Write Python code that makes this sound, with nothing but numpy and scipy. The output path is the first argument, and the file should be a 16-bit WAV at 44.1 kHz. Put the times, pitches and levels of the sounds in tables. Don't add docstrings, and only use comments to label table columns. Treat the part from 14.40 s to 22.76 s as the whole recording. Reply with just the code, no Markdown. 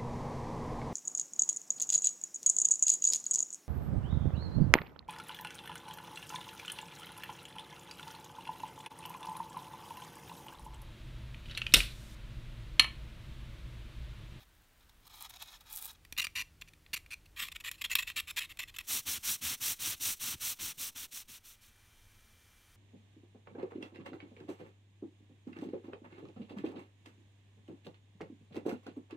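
import sys
import numpy as np
from scipy import signal
from scipy.fft import rfft, irfft
from scipy.io import wavfile
from scipy.ndimage import map_coordinates

SR = 44100
rng = np.random.default_rng(int(sys.argv[2]) if len(sys.argv) > 2 else 0)


def master_out(mix):
    frames = np.transpose(np.atleast_2d(mix))
    ceiling = np.clip(frames, -1, 1)
    pcm = np.round(ceiling * 32767).astype(np.int16)
    wavfile.write(sys.argv[1], SR, pcm)


N = 368676
TIME_S = np.arange(N) / SR
HZ = np.fft.rfftfreq(8192, 1 / SR)

STAGE_TIMES_S = (1.55, 4.45, 6.55, 7.45)

# frequency in Hz, relative density in dB per Hz.
BRUSH_AIR = [(8, -36), (25, -1.5), (52, -2), (163, -17), (500, -25.5), (900, -25.5), (1600, -23.5),
             (2100, -26), (3700, -27.5), (4900, -32.5), (9600, -35), (10400, -38), (12000, -35),
             (16000, -36)]
BLADE_AIR = [(8, -33), (25, 2.5), (45, 0.5), (75, -3), (135, -14), (220, -19.5), (330, -19), (700, -25.5),
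             (2500, -26), (5000, -31.5), (16000, -36)]
RAG_AIR = [(20, 4), (35, -2), (100, -15), (200, -14), (1000, -24), (4000, -37), (16000, -36)]
BATH_AIR = [(12, -38), (20, 5), (60, -7.5), (101, 0), (130, -19), (216, -17), (262, -20.5), (660, -26.5),
            (825, -24.5), (2390, -27.5), (2670, -29), (3070, -22.5), (3740, -26.5), (6010, -31),
            (16000, -33)]
# frequency in Hz, relative gain in dB.
FIZZ = [(600, -28), (1300, 4.5), (2000, 5.5), (3200, -1), (4900, -10), (5900, 4), (7700, -7), (9300, 1.5),
        (10400, -8), (12000, -2), (16000, -16)]
# frequency in Hz, nominal rms level in dB.
BENCH_HUM = [(76.5, -71.5), (101.5, -75.5), (152.3, -76.5), (203, -87), (305, -84)]
BATH_HUM = [(32.3, -74.5), (102.3, -74.5), (222, -88), (2358, -78.5), (3144, -83), (3235, -105),
            (3435, -87)]

# frequency in Hz, relative gain in dB.
RAG_THREADS = [(150, -42.5), (400, -17), (650, -17), (1200, -8.5), (1850, -8), (2700, -2), (4100, -2.5),
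               (4880, -7), (5800, 4.5), (6700, 0), (9300, 1.5), (10400, -3), (11400, 0.5), (16000, 0)]
THUMP = [(30, -31), (70, 6), (110, 4.5), (170, -1.5), (250, 1.5), (400, -8.5), (700, -48), (2000, -56)]
TURNS_S = [4.45, 4.634, 4.806, 4.99, 5.181, 5.37, 5.576, 5.774, 5.977, 6.168, 6.352, 6.529, 6.689, 6.857,
           7.012, 7.186, 7.325]
# swell with speed 0-1, then hiss, rasp and thump drive in dB.
PUSH = (0.55, -35, -45.5, -61)
PULL = (0.32, -37.5, -45, -58.5)
# time in seconds, level in dB.
RAG_FADE = [(4.5, 0), (5.6, 0), (5.87, -1.5), (6.2, -3), (6.55, -7.5), (6.93, -16), (7.1, -23.5),
            (7.3, -30)]
RAG_FOLLOW = (0.98, 0.87, 0.74)
TURN_REST_S, TURN_DRAG_DB = 0.03, -27

# frequency in Hz, width in Hz, relative gain in dB.
PLATE_MODES = [(864, 310, 0.5), (1260, 170, 3.5), (1680, 410, -2.5), (2430, 430, 1.5), (3350, 320, 3),
               (3770, 560, 5), (4500, 380, -16), (5280, 810, -3), (6580, 1600, -4.5), (6940, 820, -25),
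               (7560, 370, -34), (9100, 1700, -15), (11600, 600, -8.5), (13100, 910, -17)]
# frequency in Hz, relative gain in dB.
PLATE_BODY = [(250, -25), (520, -27), (750, 6), (2000, -13), (4000, 4), (8000, -21), (16000, -20)]
BRISTLES = [(1000, -21.5), (4000, -9.5), (6500, -6.5), (9000, 1), (10300, -2), (11500, 2.5), (15000, 0.5),
            (16500, 5.5)]
# time in seconds, relative rub level in dB, bristle crackle in dB.
SWEEPS = [
    [(0.62, -79, -95), (0.678, -55, -48), (0.69, -87, -90), (0.698, -56.5, -62), (0.788, -55.5, -53),
     (0.802, -60, -50), (0.808, -50.5, -49), (0.868, -48, -54), (0.88, -72, -89), (0.885, -74, -89)],
    [(0.885, -77, -89), (0.895, -56.5, -50), (0.907, -50.5, -46), (0.917, -64, -70), (0.971, -51, -57),
     (0.977, -67, -66), (1.027, -44.5, -57), (1.039, -58, -63), (1.163, -51.5, -61), (1.19, -86, -89)],
    [(1.19, -83, -89), (1.21, -56.5, -61), (1.238, -88, -89), (1.262, -59.5, -67), (1.354, -56, -39.5),
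     (1.462, -54, -44), (1.468, -58, -50), (1.512, -51.5, -55), (1.532, -77, -62), (1.56, -60, -91)],
]
# start in seconds, end in seconds, relative level in dB.
TOUCHES = [(0.004, 0.036, -62.5), (0.405, 0.436, -71), (0.494, 0.497, -55.5)]
# time in seconds, relative level in dB.
FLICKS = [(0.8087, -33), (0.825, -31), (1.025, -33), (1.329, -30), (1.3612, -25), (1.3771, -25),
          (1.4232, -43), (1.4494, -30), (1.4556, -28.5)]

# frequency in Hz, width in Hz, relative gain in dB.
ARM_MODES = [(1120, 260, -14.5), (1880, 330, -6), (2430, 270, 3.5), (2740, 190, 3), (3540, 410, -6.5),
             (4170, 530, -8), (4670, 130, -5), (5770, 370, -7), (6440, 400, -18), (7120, 390, -8),
             (8640, 1200, -17), (9350, 500, -24), (11230, 550, -13.5), (13000, 930, -19), (14650, 660, -16)]
ROOT_MODES = [(1124, 200, -10), (1910, 200, -2), (2604, 340, 3), (3240, 470, -3), (3620, 140, 0),
              (4050, 390, -5), (4500, 67, -14.5), (5380, 51, -4.5), (5900, 1700, -19), (7160, 430, -5),
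              (7970, 700, -11), (8950, 500, -20), (9640, 440, -19), (10830, 270, -20.5), (11430, 490, -4.5),
              (12100, 490, -17), (13550, 520, -9.5), (15400, 500, -14), (15500, 790, -18)]
# time in seconds, relative level in dB, treble change in dB.
CRACKS = [(1.65, -45.5, -5.5), (1.7246, -32, -1), (1.766, -37.5, -17), (1.8688, -29.5, -9), (1.953, -42, 0),
          (2.22, -35, -10.5), (2.335, -48, -7), (2.463, -47.5, -19), (2.532, -31, -8), (2.538, -39, 0),
          (2.5418, -28.5, 4), (2.662, -45.5, -12), (3.085, -36, -6), (3.3141, -33.5, 5), (3.5537, -16.5, 2),
          (3.7006, -30.5, -9), (4.172, -46, -4), (4.193, -35, 0), (4.386, -39, 6)]
# frequency in Hz, relative gain in dB.
SNAP = [(100, -21.5), (500, -17.5), (800, -18), (2000, -5.5), (5000, -17.5), (12000, -8), (16000, -13)]
# start in seconds, end in seconds, relative level in dB,
# pressure change from start to end in dB.
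SLIPS = [(1.776, 1.805, -31.5, 2), (1.815, 1.83, -36.5, -8), (1.841, 1.852, -33.5, 10),
         (1.953, 2.023, -35.5, -3), (2.212, 2.218, -47.5, -5), (2.276, 2.292, -56, 5),
         (2.533, 2.553, -34.5, -9), (2.559, 2.578, -41.5, 4), (2.705, 2.742, -43.5, 4),
         (2.857, 2.864, -58, 5), (2.959, 2.99, -47, 12), (2.989, 3.038, -37, -2),
         (3.036, 3.086, -46.5, -16), (3.116, 3.126, -43, 10), (3.148, 3.167, -42, 19),
         (3.201, 3.213, -47.5, -10), (3.24, 3.292, -39.5, 3), (3.313, 3.361, -57, -2),
         (3.376, 3.411, -61.5, -5), (3.411, 3.423, -35, 8), (3.441, 3.463, -34, -12), (3.497, 3.51, -41, 8),
         (3.511, 3.538, -35.5, -5.5), (3.55, 3.576, -39.5, 0), (3.584, 3.618, -34, -22),
         (3.622, 3.634, -38.5, 0), (3.67, 3.724, -43, -19), (3.761, 3.806, -34.5, 0.5),
         (3.87, 3.914, -43, 12), (3.963, 3.995, -34, 3), (4.002, 4.058, -41.5, -11),
         (4.09, 4.124, -49.5, 9), (4.189, 4.205, -36, 5), (4.205, 4.239, -43.5, 11),
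         (4.275, 4.304, -52.5, 0), (4.34, 4.356, -51.5, 2), (4.362, 4.369, -42, 4), (4.385, 4.391, -38, 0),
         (4.397, 4.415, -46, -1)]
# frequency in Hz, relative gain in dB.
SCRAPE = [(100, -44), (550, -11.5), (800, -15), (1050, 1), (1500, 0.5), (2000, 6.5), (3200, -4.5),
          (4900, -8.5), (7500, -16), (10400, -15), (12000, -15), (16000, -33)]
REGRIP_S = 2.9


def amp(db):
    return 10 ** (np.asarray(db) / 20)


def evened(x):
    return x / np.sqrt(np.mean(x ** 2) + 1e-20)


def shape(points, hz=HZ):
    point_hz, db = np.transpose(points)
    return amp(np.interp(np.log(hz + 1), np.log(point_hz), db))


def ringing(modes):
    power = 0
    for mode_hz, width_hz, db in modes:
        detuning = (HZ ** 2 - mode_hz ** 2) / (width_hz * (HZ + 1))
        power = power + amp(db) ** 2 / (1 + detuning ** 2) ** 2
    return np.sqrt(power)


def halves(gain, split_hz):
    ratio = (HZ / split_hz) ** 6
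    return gain / np.hypot(1, ratio), gain * ratio / np.hypot(1, ratio)


def colour(x, gain):
    log_gain = np.log(np.maximum(gain / gain.max(), 1e-5))
    mirrored = np.r_[log_gain, log_gain[-2:0:-1]]
    taps = np.fft.ifft(np.exp(np.conj(signal.hilbert(mirrored)))).real[:len(HZ)]
    return signal.oaconvolve(x, taps / np.linalg.norm(taps))[:N]


def wander(rate_hz):
    lowpass = 1 / (1 + (np.fft.rfftfreq(N, 1 / SR) / rate_hz) ** 4)
    return evened(irfft(rfft(rng.standard_normal(N)) * lowpass, N))


def grains(per_s, spread_db):
    size = amp(spread_db * np.clip(rng.standard_normal(N), -2, 2)) * rng.choice([-1., 1.], N)
    return evened(size * (rng.random(N) < per_s / SR))


def add(mix, start_s, sound):
    part = mix[max(round(start_s * SR), 0):][:len(sound)]
    part += sound[:len(part)]


def stroke(source, start_s, end_s, rise_s, fall_s, change_db=0):
    first = max(int((start_s - rise_s) * SR), 0)
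    span = slice(first, int((end_s + 10 * fall_s) * SR))
    t = TIME_S[span]
    onset = np.clip((t - start_s + rise_s) / (2 * rise_s), 0, 1) ** 2
    release = np.exp(-np.maximum(t - end_s + fall_s / 2, 0) / fall_s)
    pressure = amp(np.interp(t, [start_s, end_s], [0, change_db]))
    sound = source[span] * onset * release * pressure
    return first / SR, sound * np.sqrt((end_s - start_s) * SR / (np.sum(sound ** 2) + 1e-9))


def rebound(x, count):
    y = x.copy()
    for delay_s, share in zip(rng.uniform(.0003, .003, count), rng.choice([-.3, .3], count)):
        add(y, delay_s, share * x)
    return evened(y) * np.sqrt(np.mean(x ** 2))


def air(points, rms_db):
    gain = shape(points, np.fft.rfftfreq(N, 1 / SR))
    return amp(rms_db) * evened(irfft(rfft(rng.standard_normal(N)) * gain, N))


def hum(tones, flutter_db=1.0):
    total = np.zeros(N)
    for hz, db in tones:
        phase = 2 * np.pi * hz * TIME_S + .1 * wander(4)
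        total += amp(db + flutter_db * wander(4)) * np.sqrt(2) * np.sin(phase)
    return total


def faint_fizz():
    return amp(-75.5) * colour(grains(380, 6.5), shape(BRISTLES))


def bath_fizz():
    return amp(-71) * colour(grains(6000, 3.4), shape(FIZZ))


def background():
    blade_on, rag_on = (np.clip((TIME_S - s) / .02 + .5, 0, 1) for s in STAGE_TIMES_S[:2])
    bath_on = np.interp(TIME_S, STAGE_TIMES_S[2:], [0, 1])
    brush_stage = air(BRUSH_AIR, -64.5) + faint_fizz()
    blade_stage = air(BLADE_AIR, -63.5) + hum(BENCH_HUM)
    rag_stage = air(RAG_AIR, -68.5)
    bath_stage = air(BATH_AIR, -63.5) + hum(BATH_HUM) + bath_fizz()
    return ((1 - blade_on) * brush_stage + (blade_on - rag_on) * blade_stage
            + rag_on * (1 - bath_on) * rag_stage + bath_on * bath_stage)


def room(x, t60_s=0.12, late_t60_s=0.23):
    t = TIME_S[:SR // 2]
    taps = rng.standard_normal(len(t)) * (rng.random(len(t)) < 3000 / SR) * (t > .003)
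    dull = signal.sosfilt(signal.butter(2, 4500, fs=SR, output="sos"), taps)
    tail = (dull + 1.1 * taps) * amp(-60 * t / t60_s) + 2.6 * taps * amp(-60 * t / late_t60_s)
    return signal.oaconvolve(x, tail / np.linalg.norm(tail))[:N]


def rag_drive(lean_db=0.4, break_free=6):
    drive = np.zeros((3, N))
    steepness = np.array([[2.1], [1.6], [.9]])
    for k, (start_s, end_s) in enumerate(zip(TURNS_S, TURNS_S[1:])):
        swell, *levels_db = PULL if k % 2 else PUSH
        progress = (TIME_S - start_s - TURN_REST_S / 2) / (end_s - start_s - TURN_REST_S)
        near = abs(progress - .5) < .75
        u = progress[near]
        travelled = np.clip(u, 0, 1)
        speed = abs(np.sin(np.pi * travelled))
        press = amp(lean_db * (travelled + 2))
        drag = amp(TURN_DRAG_DB) * signal.windows.tukey(len(speed), .25)
        loose = np.tanh(break_free * speed ** steepness)
        friction = loose * (1 - swell + swell * speed ** 2) * press + drag
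        rms = np.sqrt(np.mean(friction[:, abs(u - .5) < .5] ** 2, axis=1))
        drive[:, near] += (amp(levels_db) / rms)[:, None] * friction
    fade_db = np.interp(TIME_S, *np.transpose(RAG_FADE))
    return drive * amp(np.outer(RAG_FOLLOW, fade_db))


def rag(echo_gain=0.026, near_s=0.00056, travel_s=0.00049):
    hiss_drive, rasp_drive, thump_drive = rag_drive()
    threads = grains(22000, 3.3) * amp(0.64 * wander(84))
    low, high = halves(shape(RAG_THREADS), 4160)
    hiss = amp(0.71 * wander(54)) * colour(threads * hiss_drive, high)
    rasp = amp(1.36 * wander(28)) * colour(threads * rasp_drive, low)
    cloth = hiss + rasp
    place = np.interp(TIME_S, TURNS_S, np.arange(len(TURNS_S)) % 2)
    echo = map_coordinates(cloth, [(TIME_S - near_s - travel_s * place) * SR], order=3)
    thump = amp(3.3 * wander(18)) * colour(rng.standard_normal(N) * thump_drive, shape(THUMP))
    return cloth + echo_gain * echo + thump


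def brush(rub_trim_db=-1, flick_trim_db=2, body_db=-9, touch_crackle_db=-2, skip_hz=45, skip_db=1.5):
    skipping = amp(skip_db * wander(skip_hz))
    rubbing = evened(skipping * grains(12000, 3) * amp(1.5 * wander(130)))
    catches = evened(skipping * grains(5000, 9.9) * amp(3.9 * wander(150)))
    rub, crackle = np.zeros((2, N))
    for sweep in SWEEPS:
        times_s, rub_db, catch_db = np.transpose(sweep)
        touching = (TIME_S > times_s[0]) & (TIME_S < times_s[-1])
        rub_gain = amp(np.interp(TIME_S, times_s, rub_db) + rub_trim_db)
        rub += touching * rub_gain * rebound(rubbing, count=2)
        crackle += touching * amp(np.interp(TIME_S, times_s, catch_db)) * catches
    for start_s, end_s, db in TOUCHES:
        first_s, sound = stroke(rubbing, start_s, end_s, 0.0011, 0.0035)
        add(rub, first_s, amp(db) * sound)
        add(crackle, first_s, amp(db + touch_crackle_db) * sound)
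    t = TIME_S[:200]
    for s, db in FLICKS:
        add(crackle, s, amp(db + flick_trim_db) * np.exp(-t / 0.00052) * rng.standard_normal(len(t)))
    plate = ringing(PLATE_MODES) + amp(body_db) * shape(PLATE_BODY)
    return colour(rub, plate) + colour(crackle, shape(BRISTLES))


def sharp_cracks(rows, modes, jolt_db, snap_db=-3, ring_db=-2, crack_db=-4, t60_s=0.017):
    cracks, edges = np.zeros((2, N))
    t = TIME_S[:SR // 20]
    for s, db, bright_db in rows:
        crack = amp(db - 60 * t / t60_s) * rng.standard_normal(len(t))
        add(cracks, s, crack)
        add(edges, s, amp(bright_db) * crack)
    low, high = halves(ringing(modes) + amp(snap_db) * shape(SNAP), 4350)
    ring = amp(ring_db) * colour(cracks, low)
    return ring + amp(crack_db) * colour(edges, high) + amp(jolt_db) * colour(cracks, shape(THUMP))


def chatter(x, hz, width_hz):
    r = np.exp(-np.pi * width_hz / SR)
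    y = signal.lfilter([1, 0, -1], [1, -2 * r * np.cos(2 * np.pi * hz / SR), r * r], x)
    return evened(y) * np.sqrt(np.mean(x ** 2))


def new_contact(modes):
    contact = rng.standard_normal((len(modes), 2)) * [.012, 2]
    return [(hz * (1 + detune), width_hz, db + drive_db)
            for (hz, width_hz, db), (detune, drive_db) in zip(modes, contact)]


def blade(slips, modes, body_db, low_db, grit_db, chatter_db, push_db, swell, grit_direct_db=-23.5):
    fractures = grains(7000, 2.7) * amp(3.2 * np.tanh(wander(220)))
    mix, push = np.zeros((2, N))
    body = amp(body_db) * shape(SCRAPE)
    for start_s, end_s, db, change_db in slips:
        length_s = end_s - start_s
        rise_s, fall_s = 0.000057 + swell * length_s, 0.00056 + 0.01 * length_s
        first_s, sound = stroke(fractures, start_s, end_s, rise_s, fall_s, change_db)
        sound = rebound(sound, count=2)
        treble_db = grit_db + 1.86 * rng.standard_normal()
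        chatter_hz = 2640 * (1 + 0.038 * rng.standard_normal())
        response = ringing(new_contact(modes)) + body
        low = halves(response, 4200)[0]
        high = halves(response + amp(grit_direct_db), 3910)[1]
        judder = 0.59 * sound + amp(chatter_db) * chatter(sound, chatter_hz, 1180)
        add(mix, first_s, amp(db + low_db) * colour(judder, low))
        add(mix, first_s, amp(db + treble_db) * colour(sound, high))
        add(push, first_s, amp(db + push_db) * sound)
    return mix + colour(push, shape(THUMP))


def scraping():
    arm_slips = [row for row in SLIPS if row[0] < REGRIP_S]
    root_slips = [row for row in SLIPS if row[0] >= REGRIP_S]
    on_arm = blade(arm_slips, ARM_MODES, body_db=-10.5, low_db=-3.5, grit_db=-6.5,
                   chatter_db=-13.5, push_db=-30.5, swell=0.016)
    at_root = blade(root_slips, ROOT_MODES, body_db=-8.5, low_db=-3, grit_db=-8,
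                    chatter_db=-13.5, push_db=-33.5, swell=0.11)
    on_arm += sharp_cracks([row for row in CRACKS if row[0] < REGRIP_S], ARM_MODES, jolt_db=-17.5)
    at_root += sharp_cracks([row for row in CRACKS if row[0] >= REGRIP_S], ROOT_MODES, jolt_db=-30)
    return on_arm + at_root


def scene():
    hard, soft = scraping(), brush() + rag()
    reflections = room(amp(-17.5) * hard + amp(-25) * soft)
    mono = hard + soft + reflections + background()
    return np.array([mono, mono])


def record(dry):
    taps = signal.firwin(401, 15850, window=("kaiser", 8), fs=SR)
    return signal.oaconvolve(dry, taps[None], "same")


dry = scene()
out = record(dry)
master_out(out)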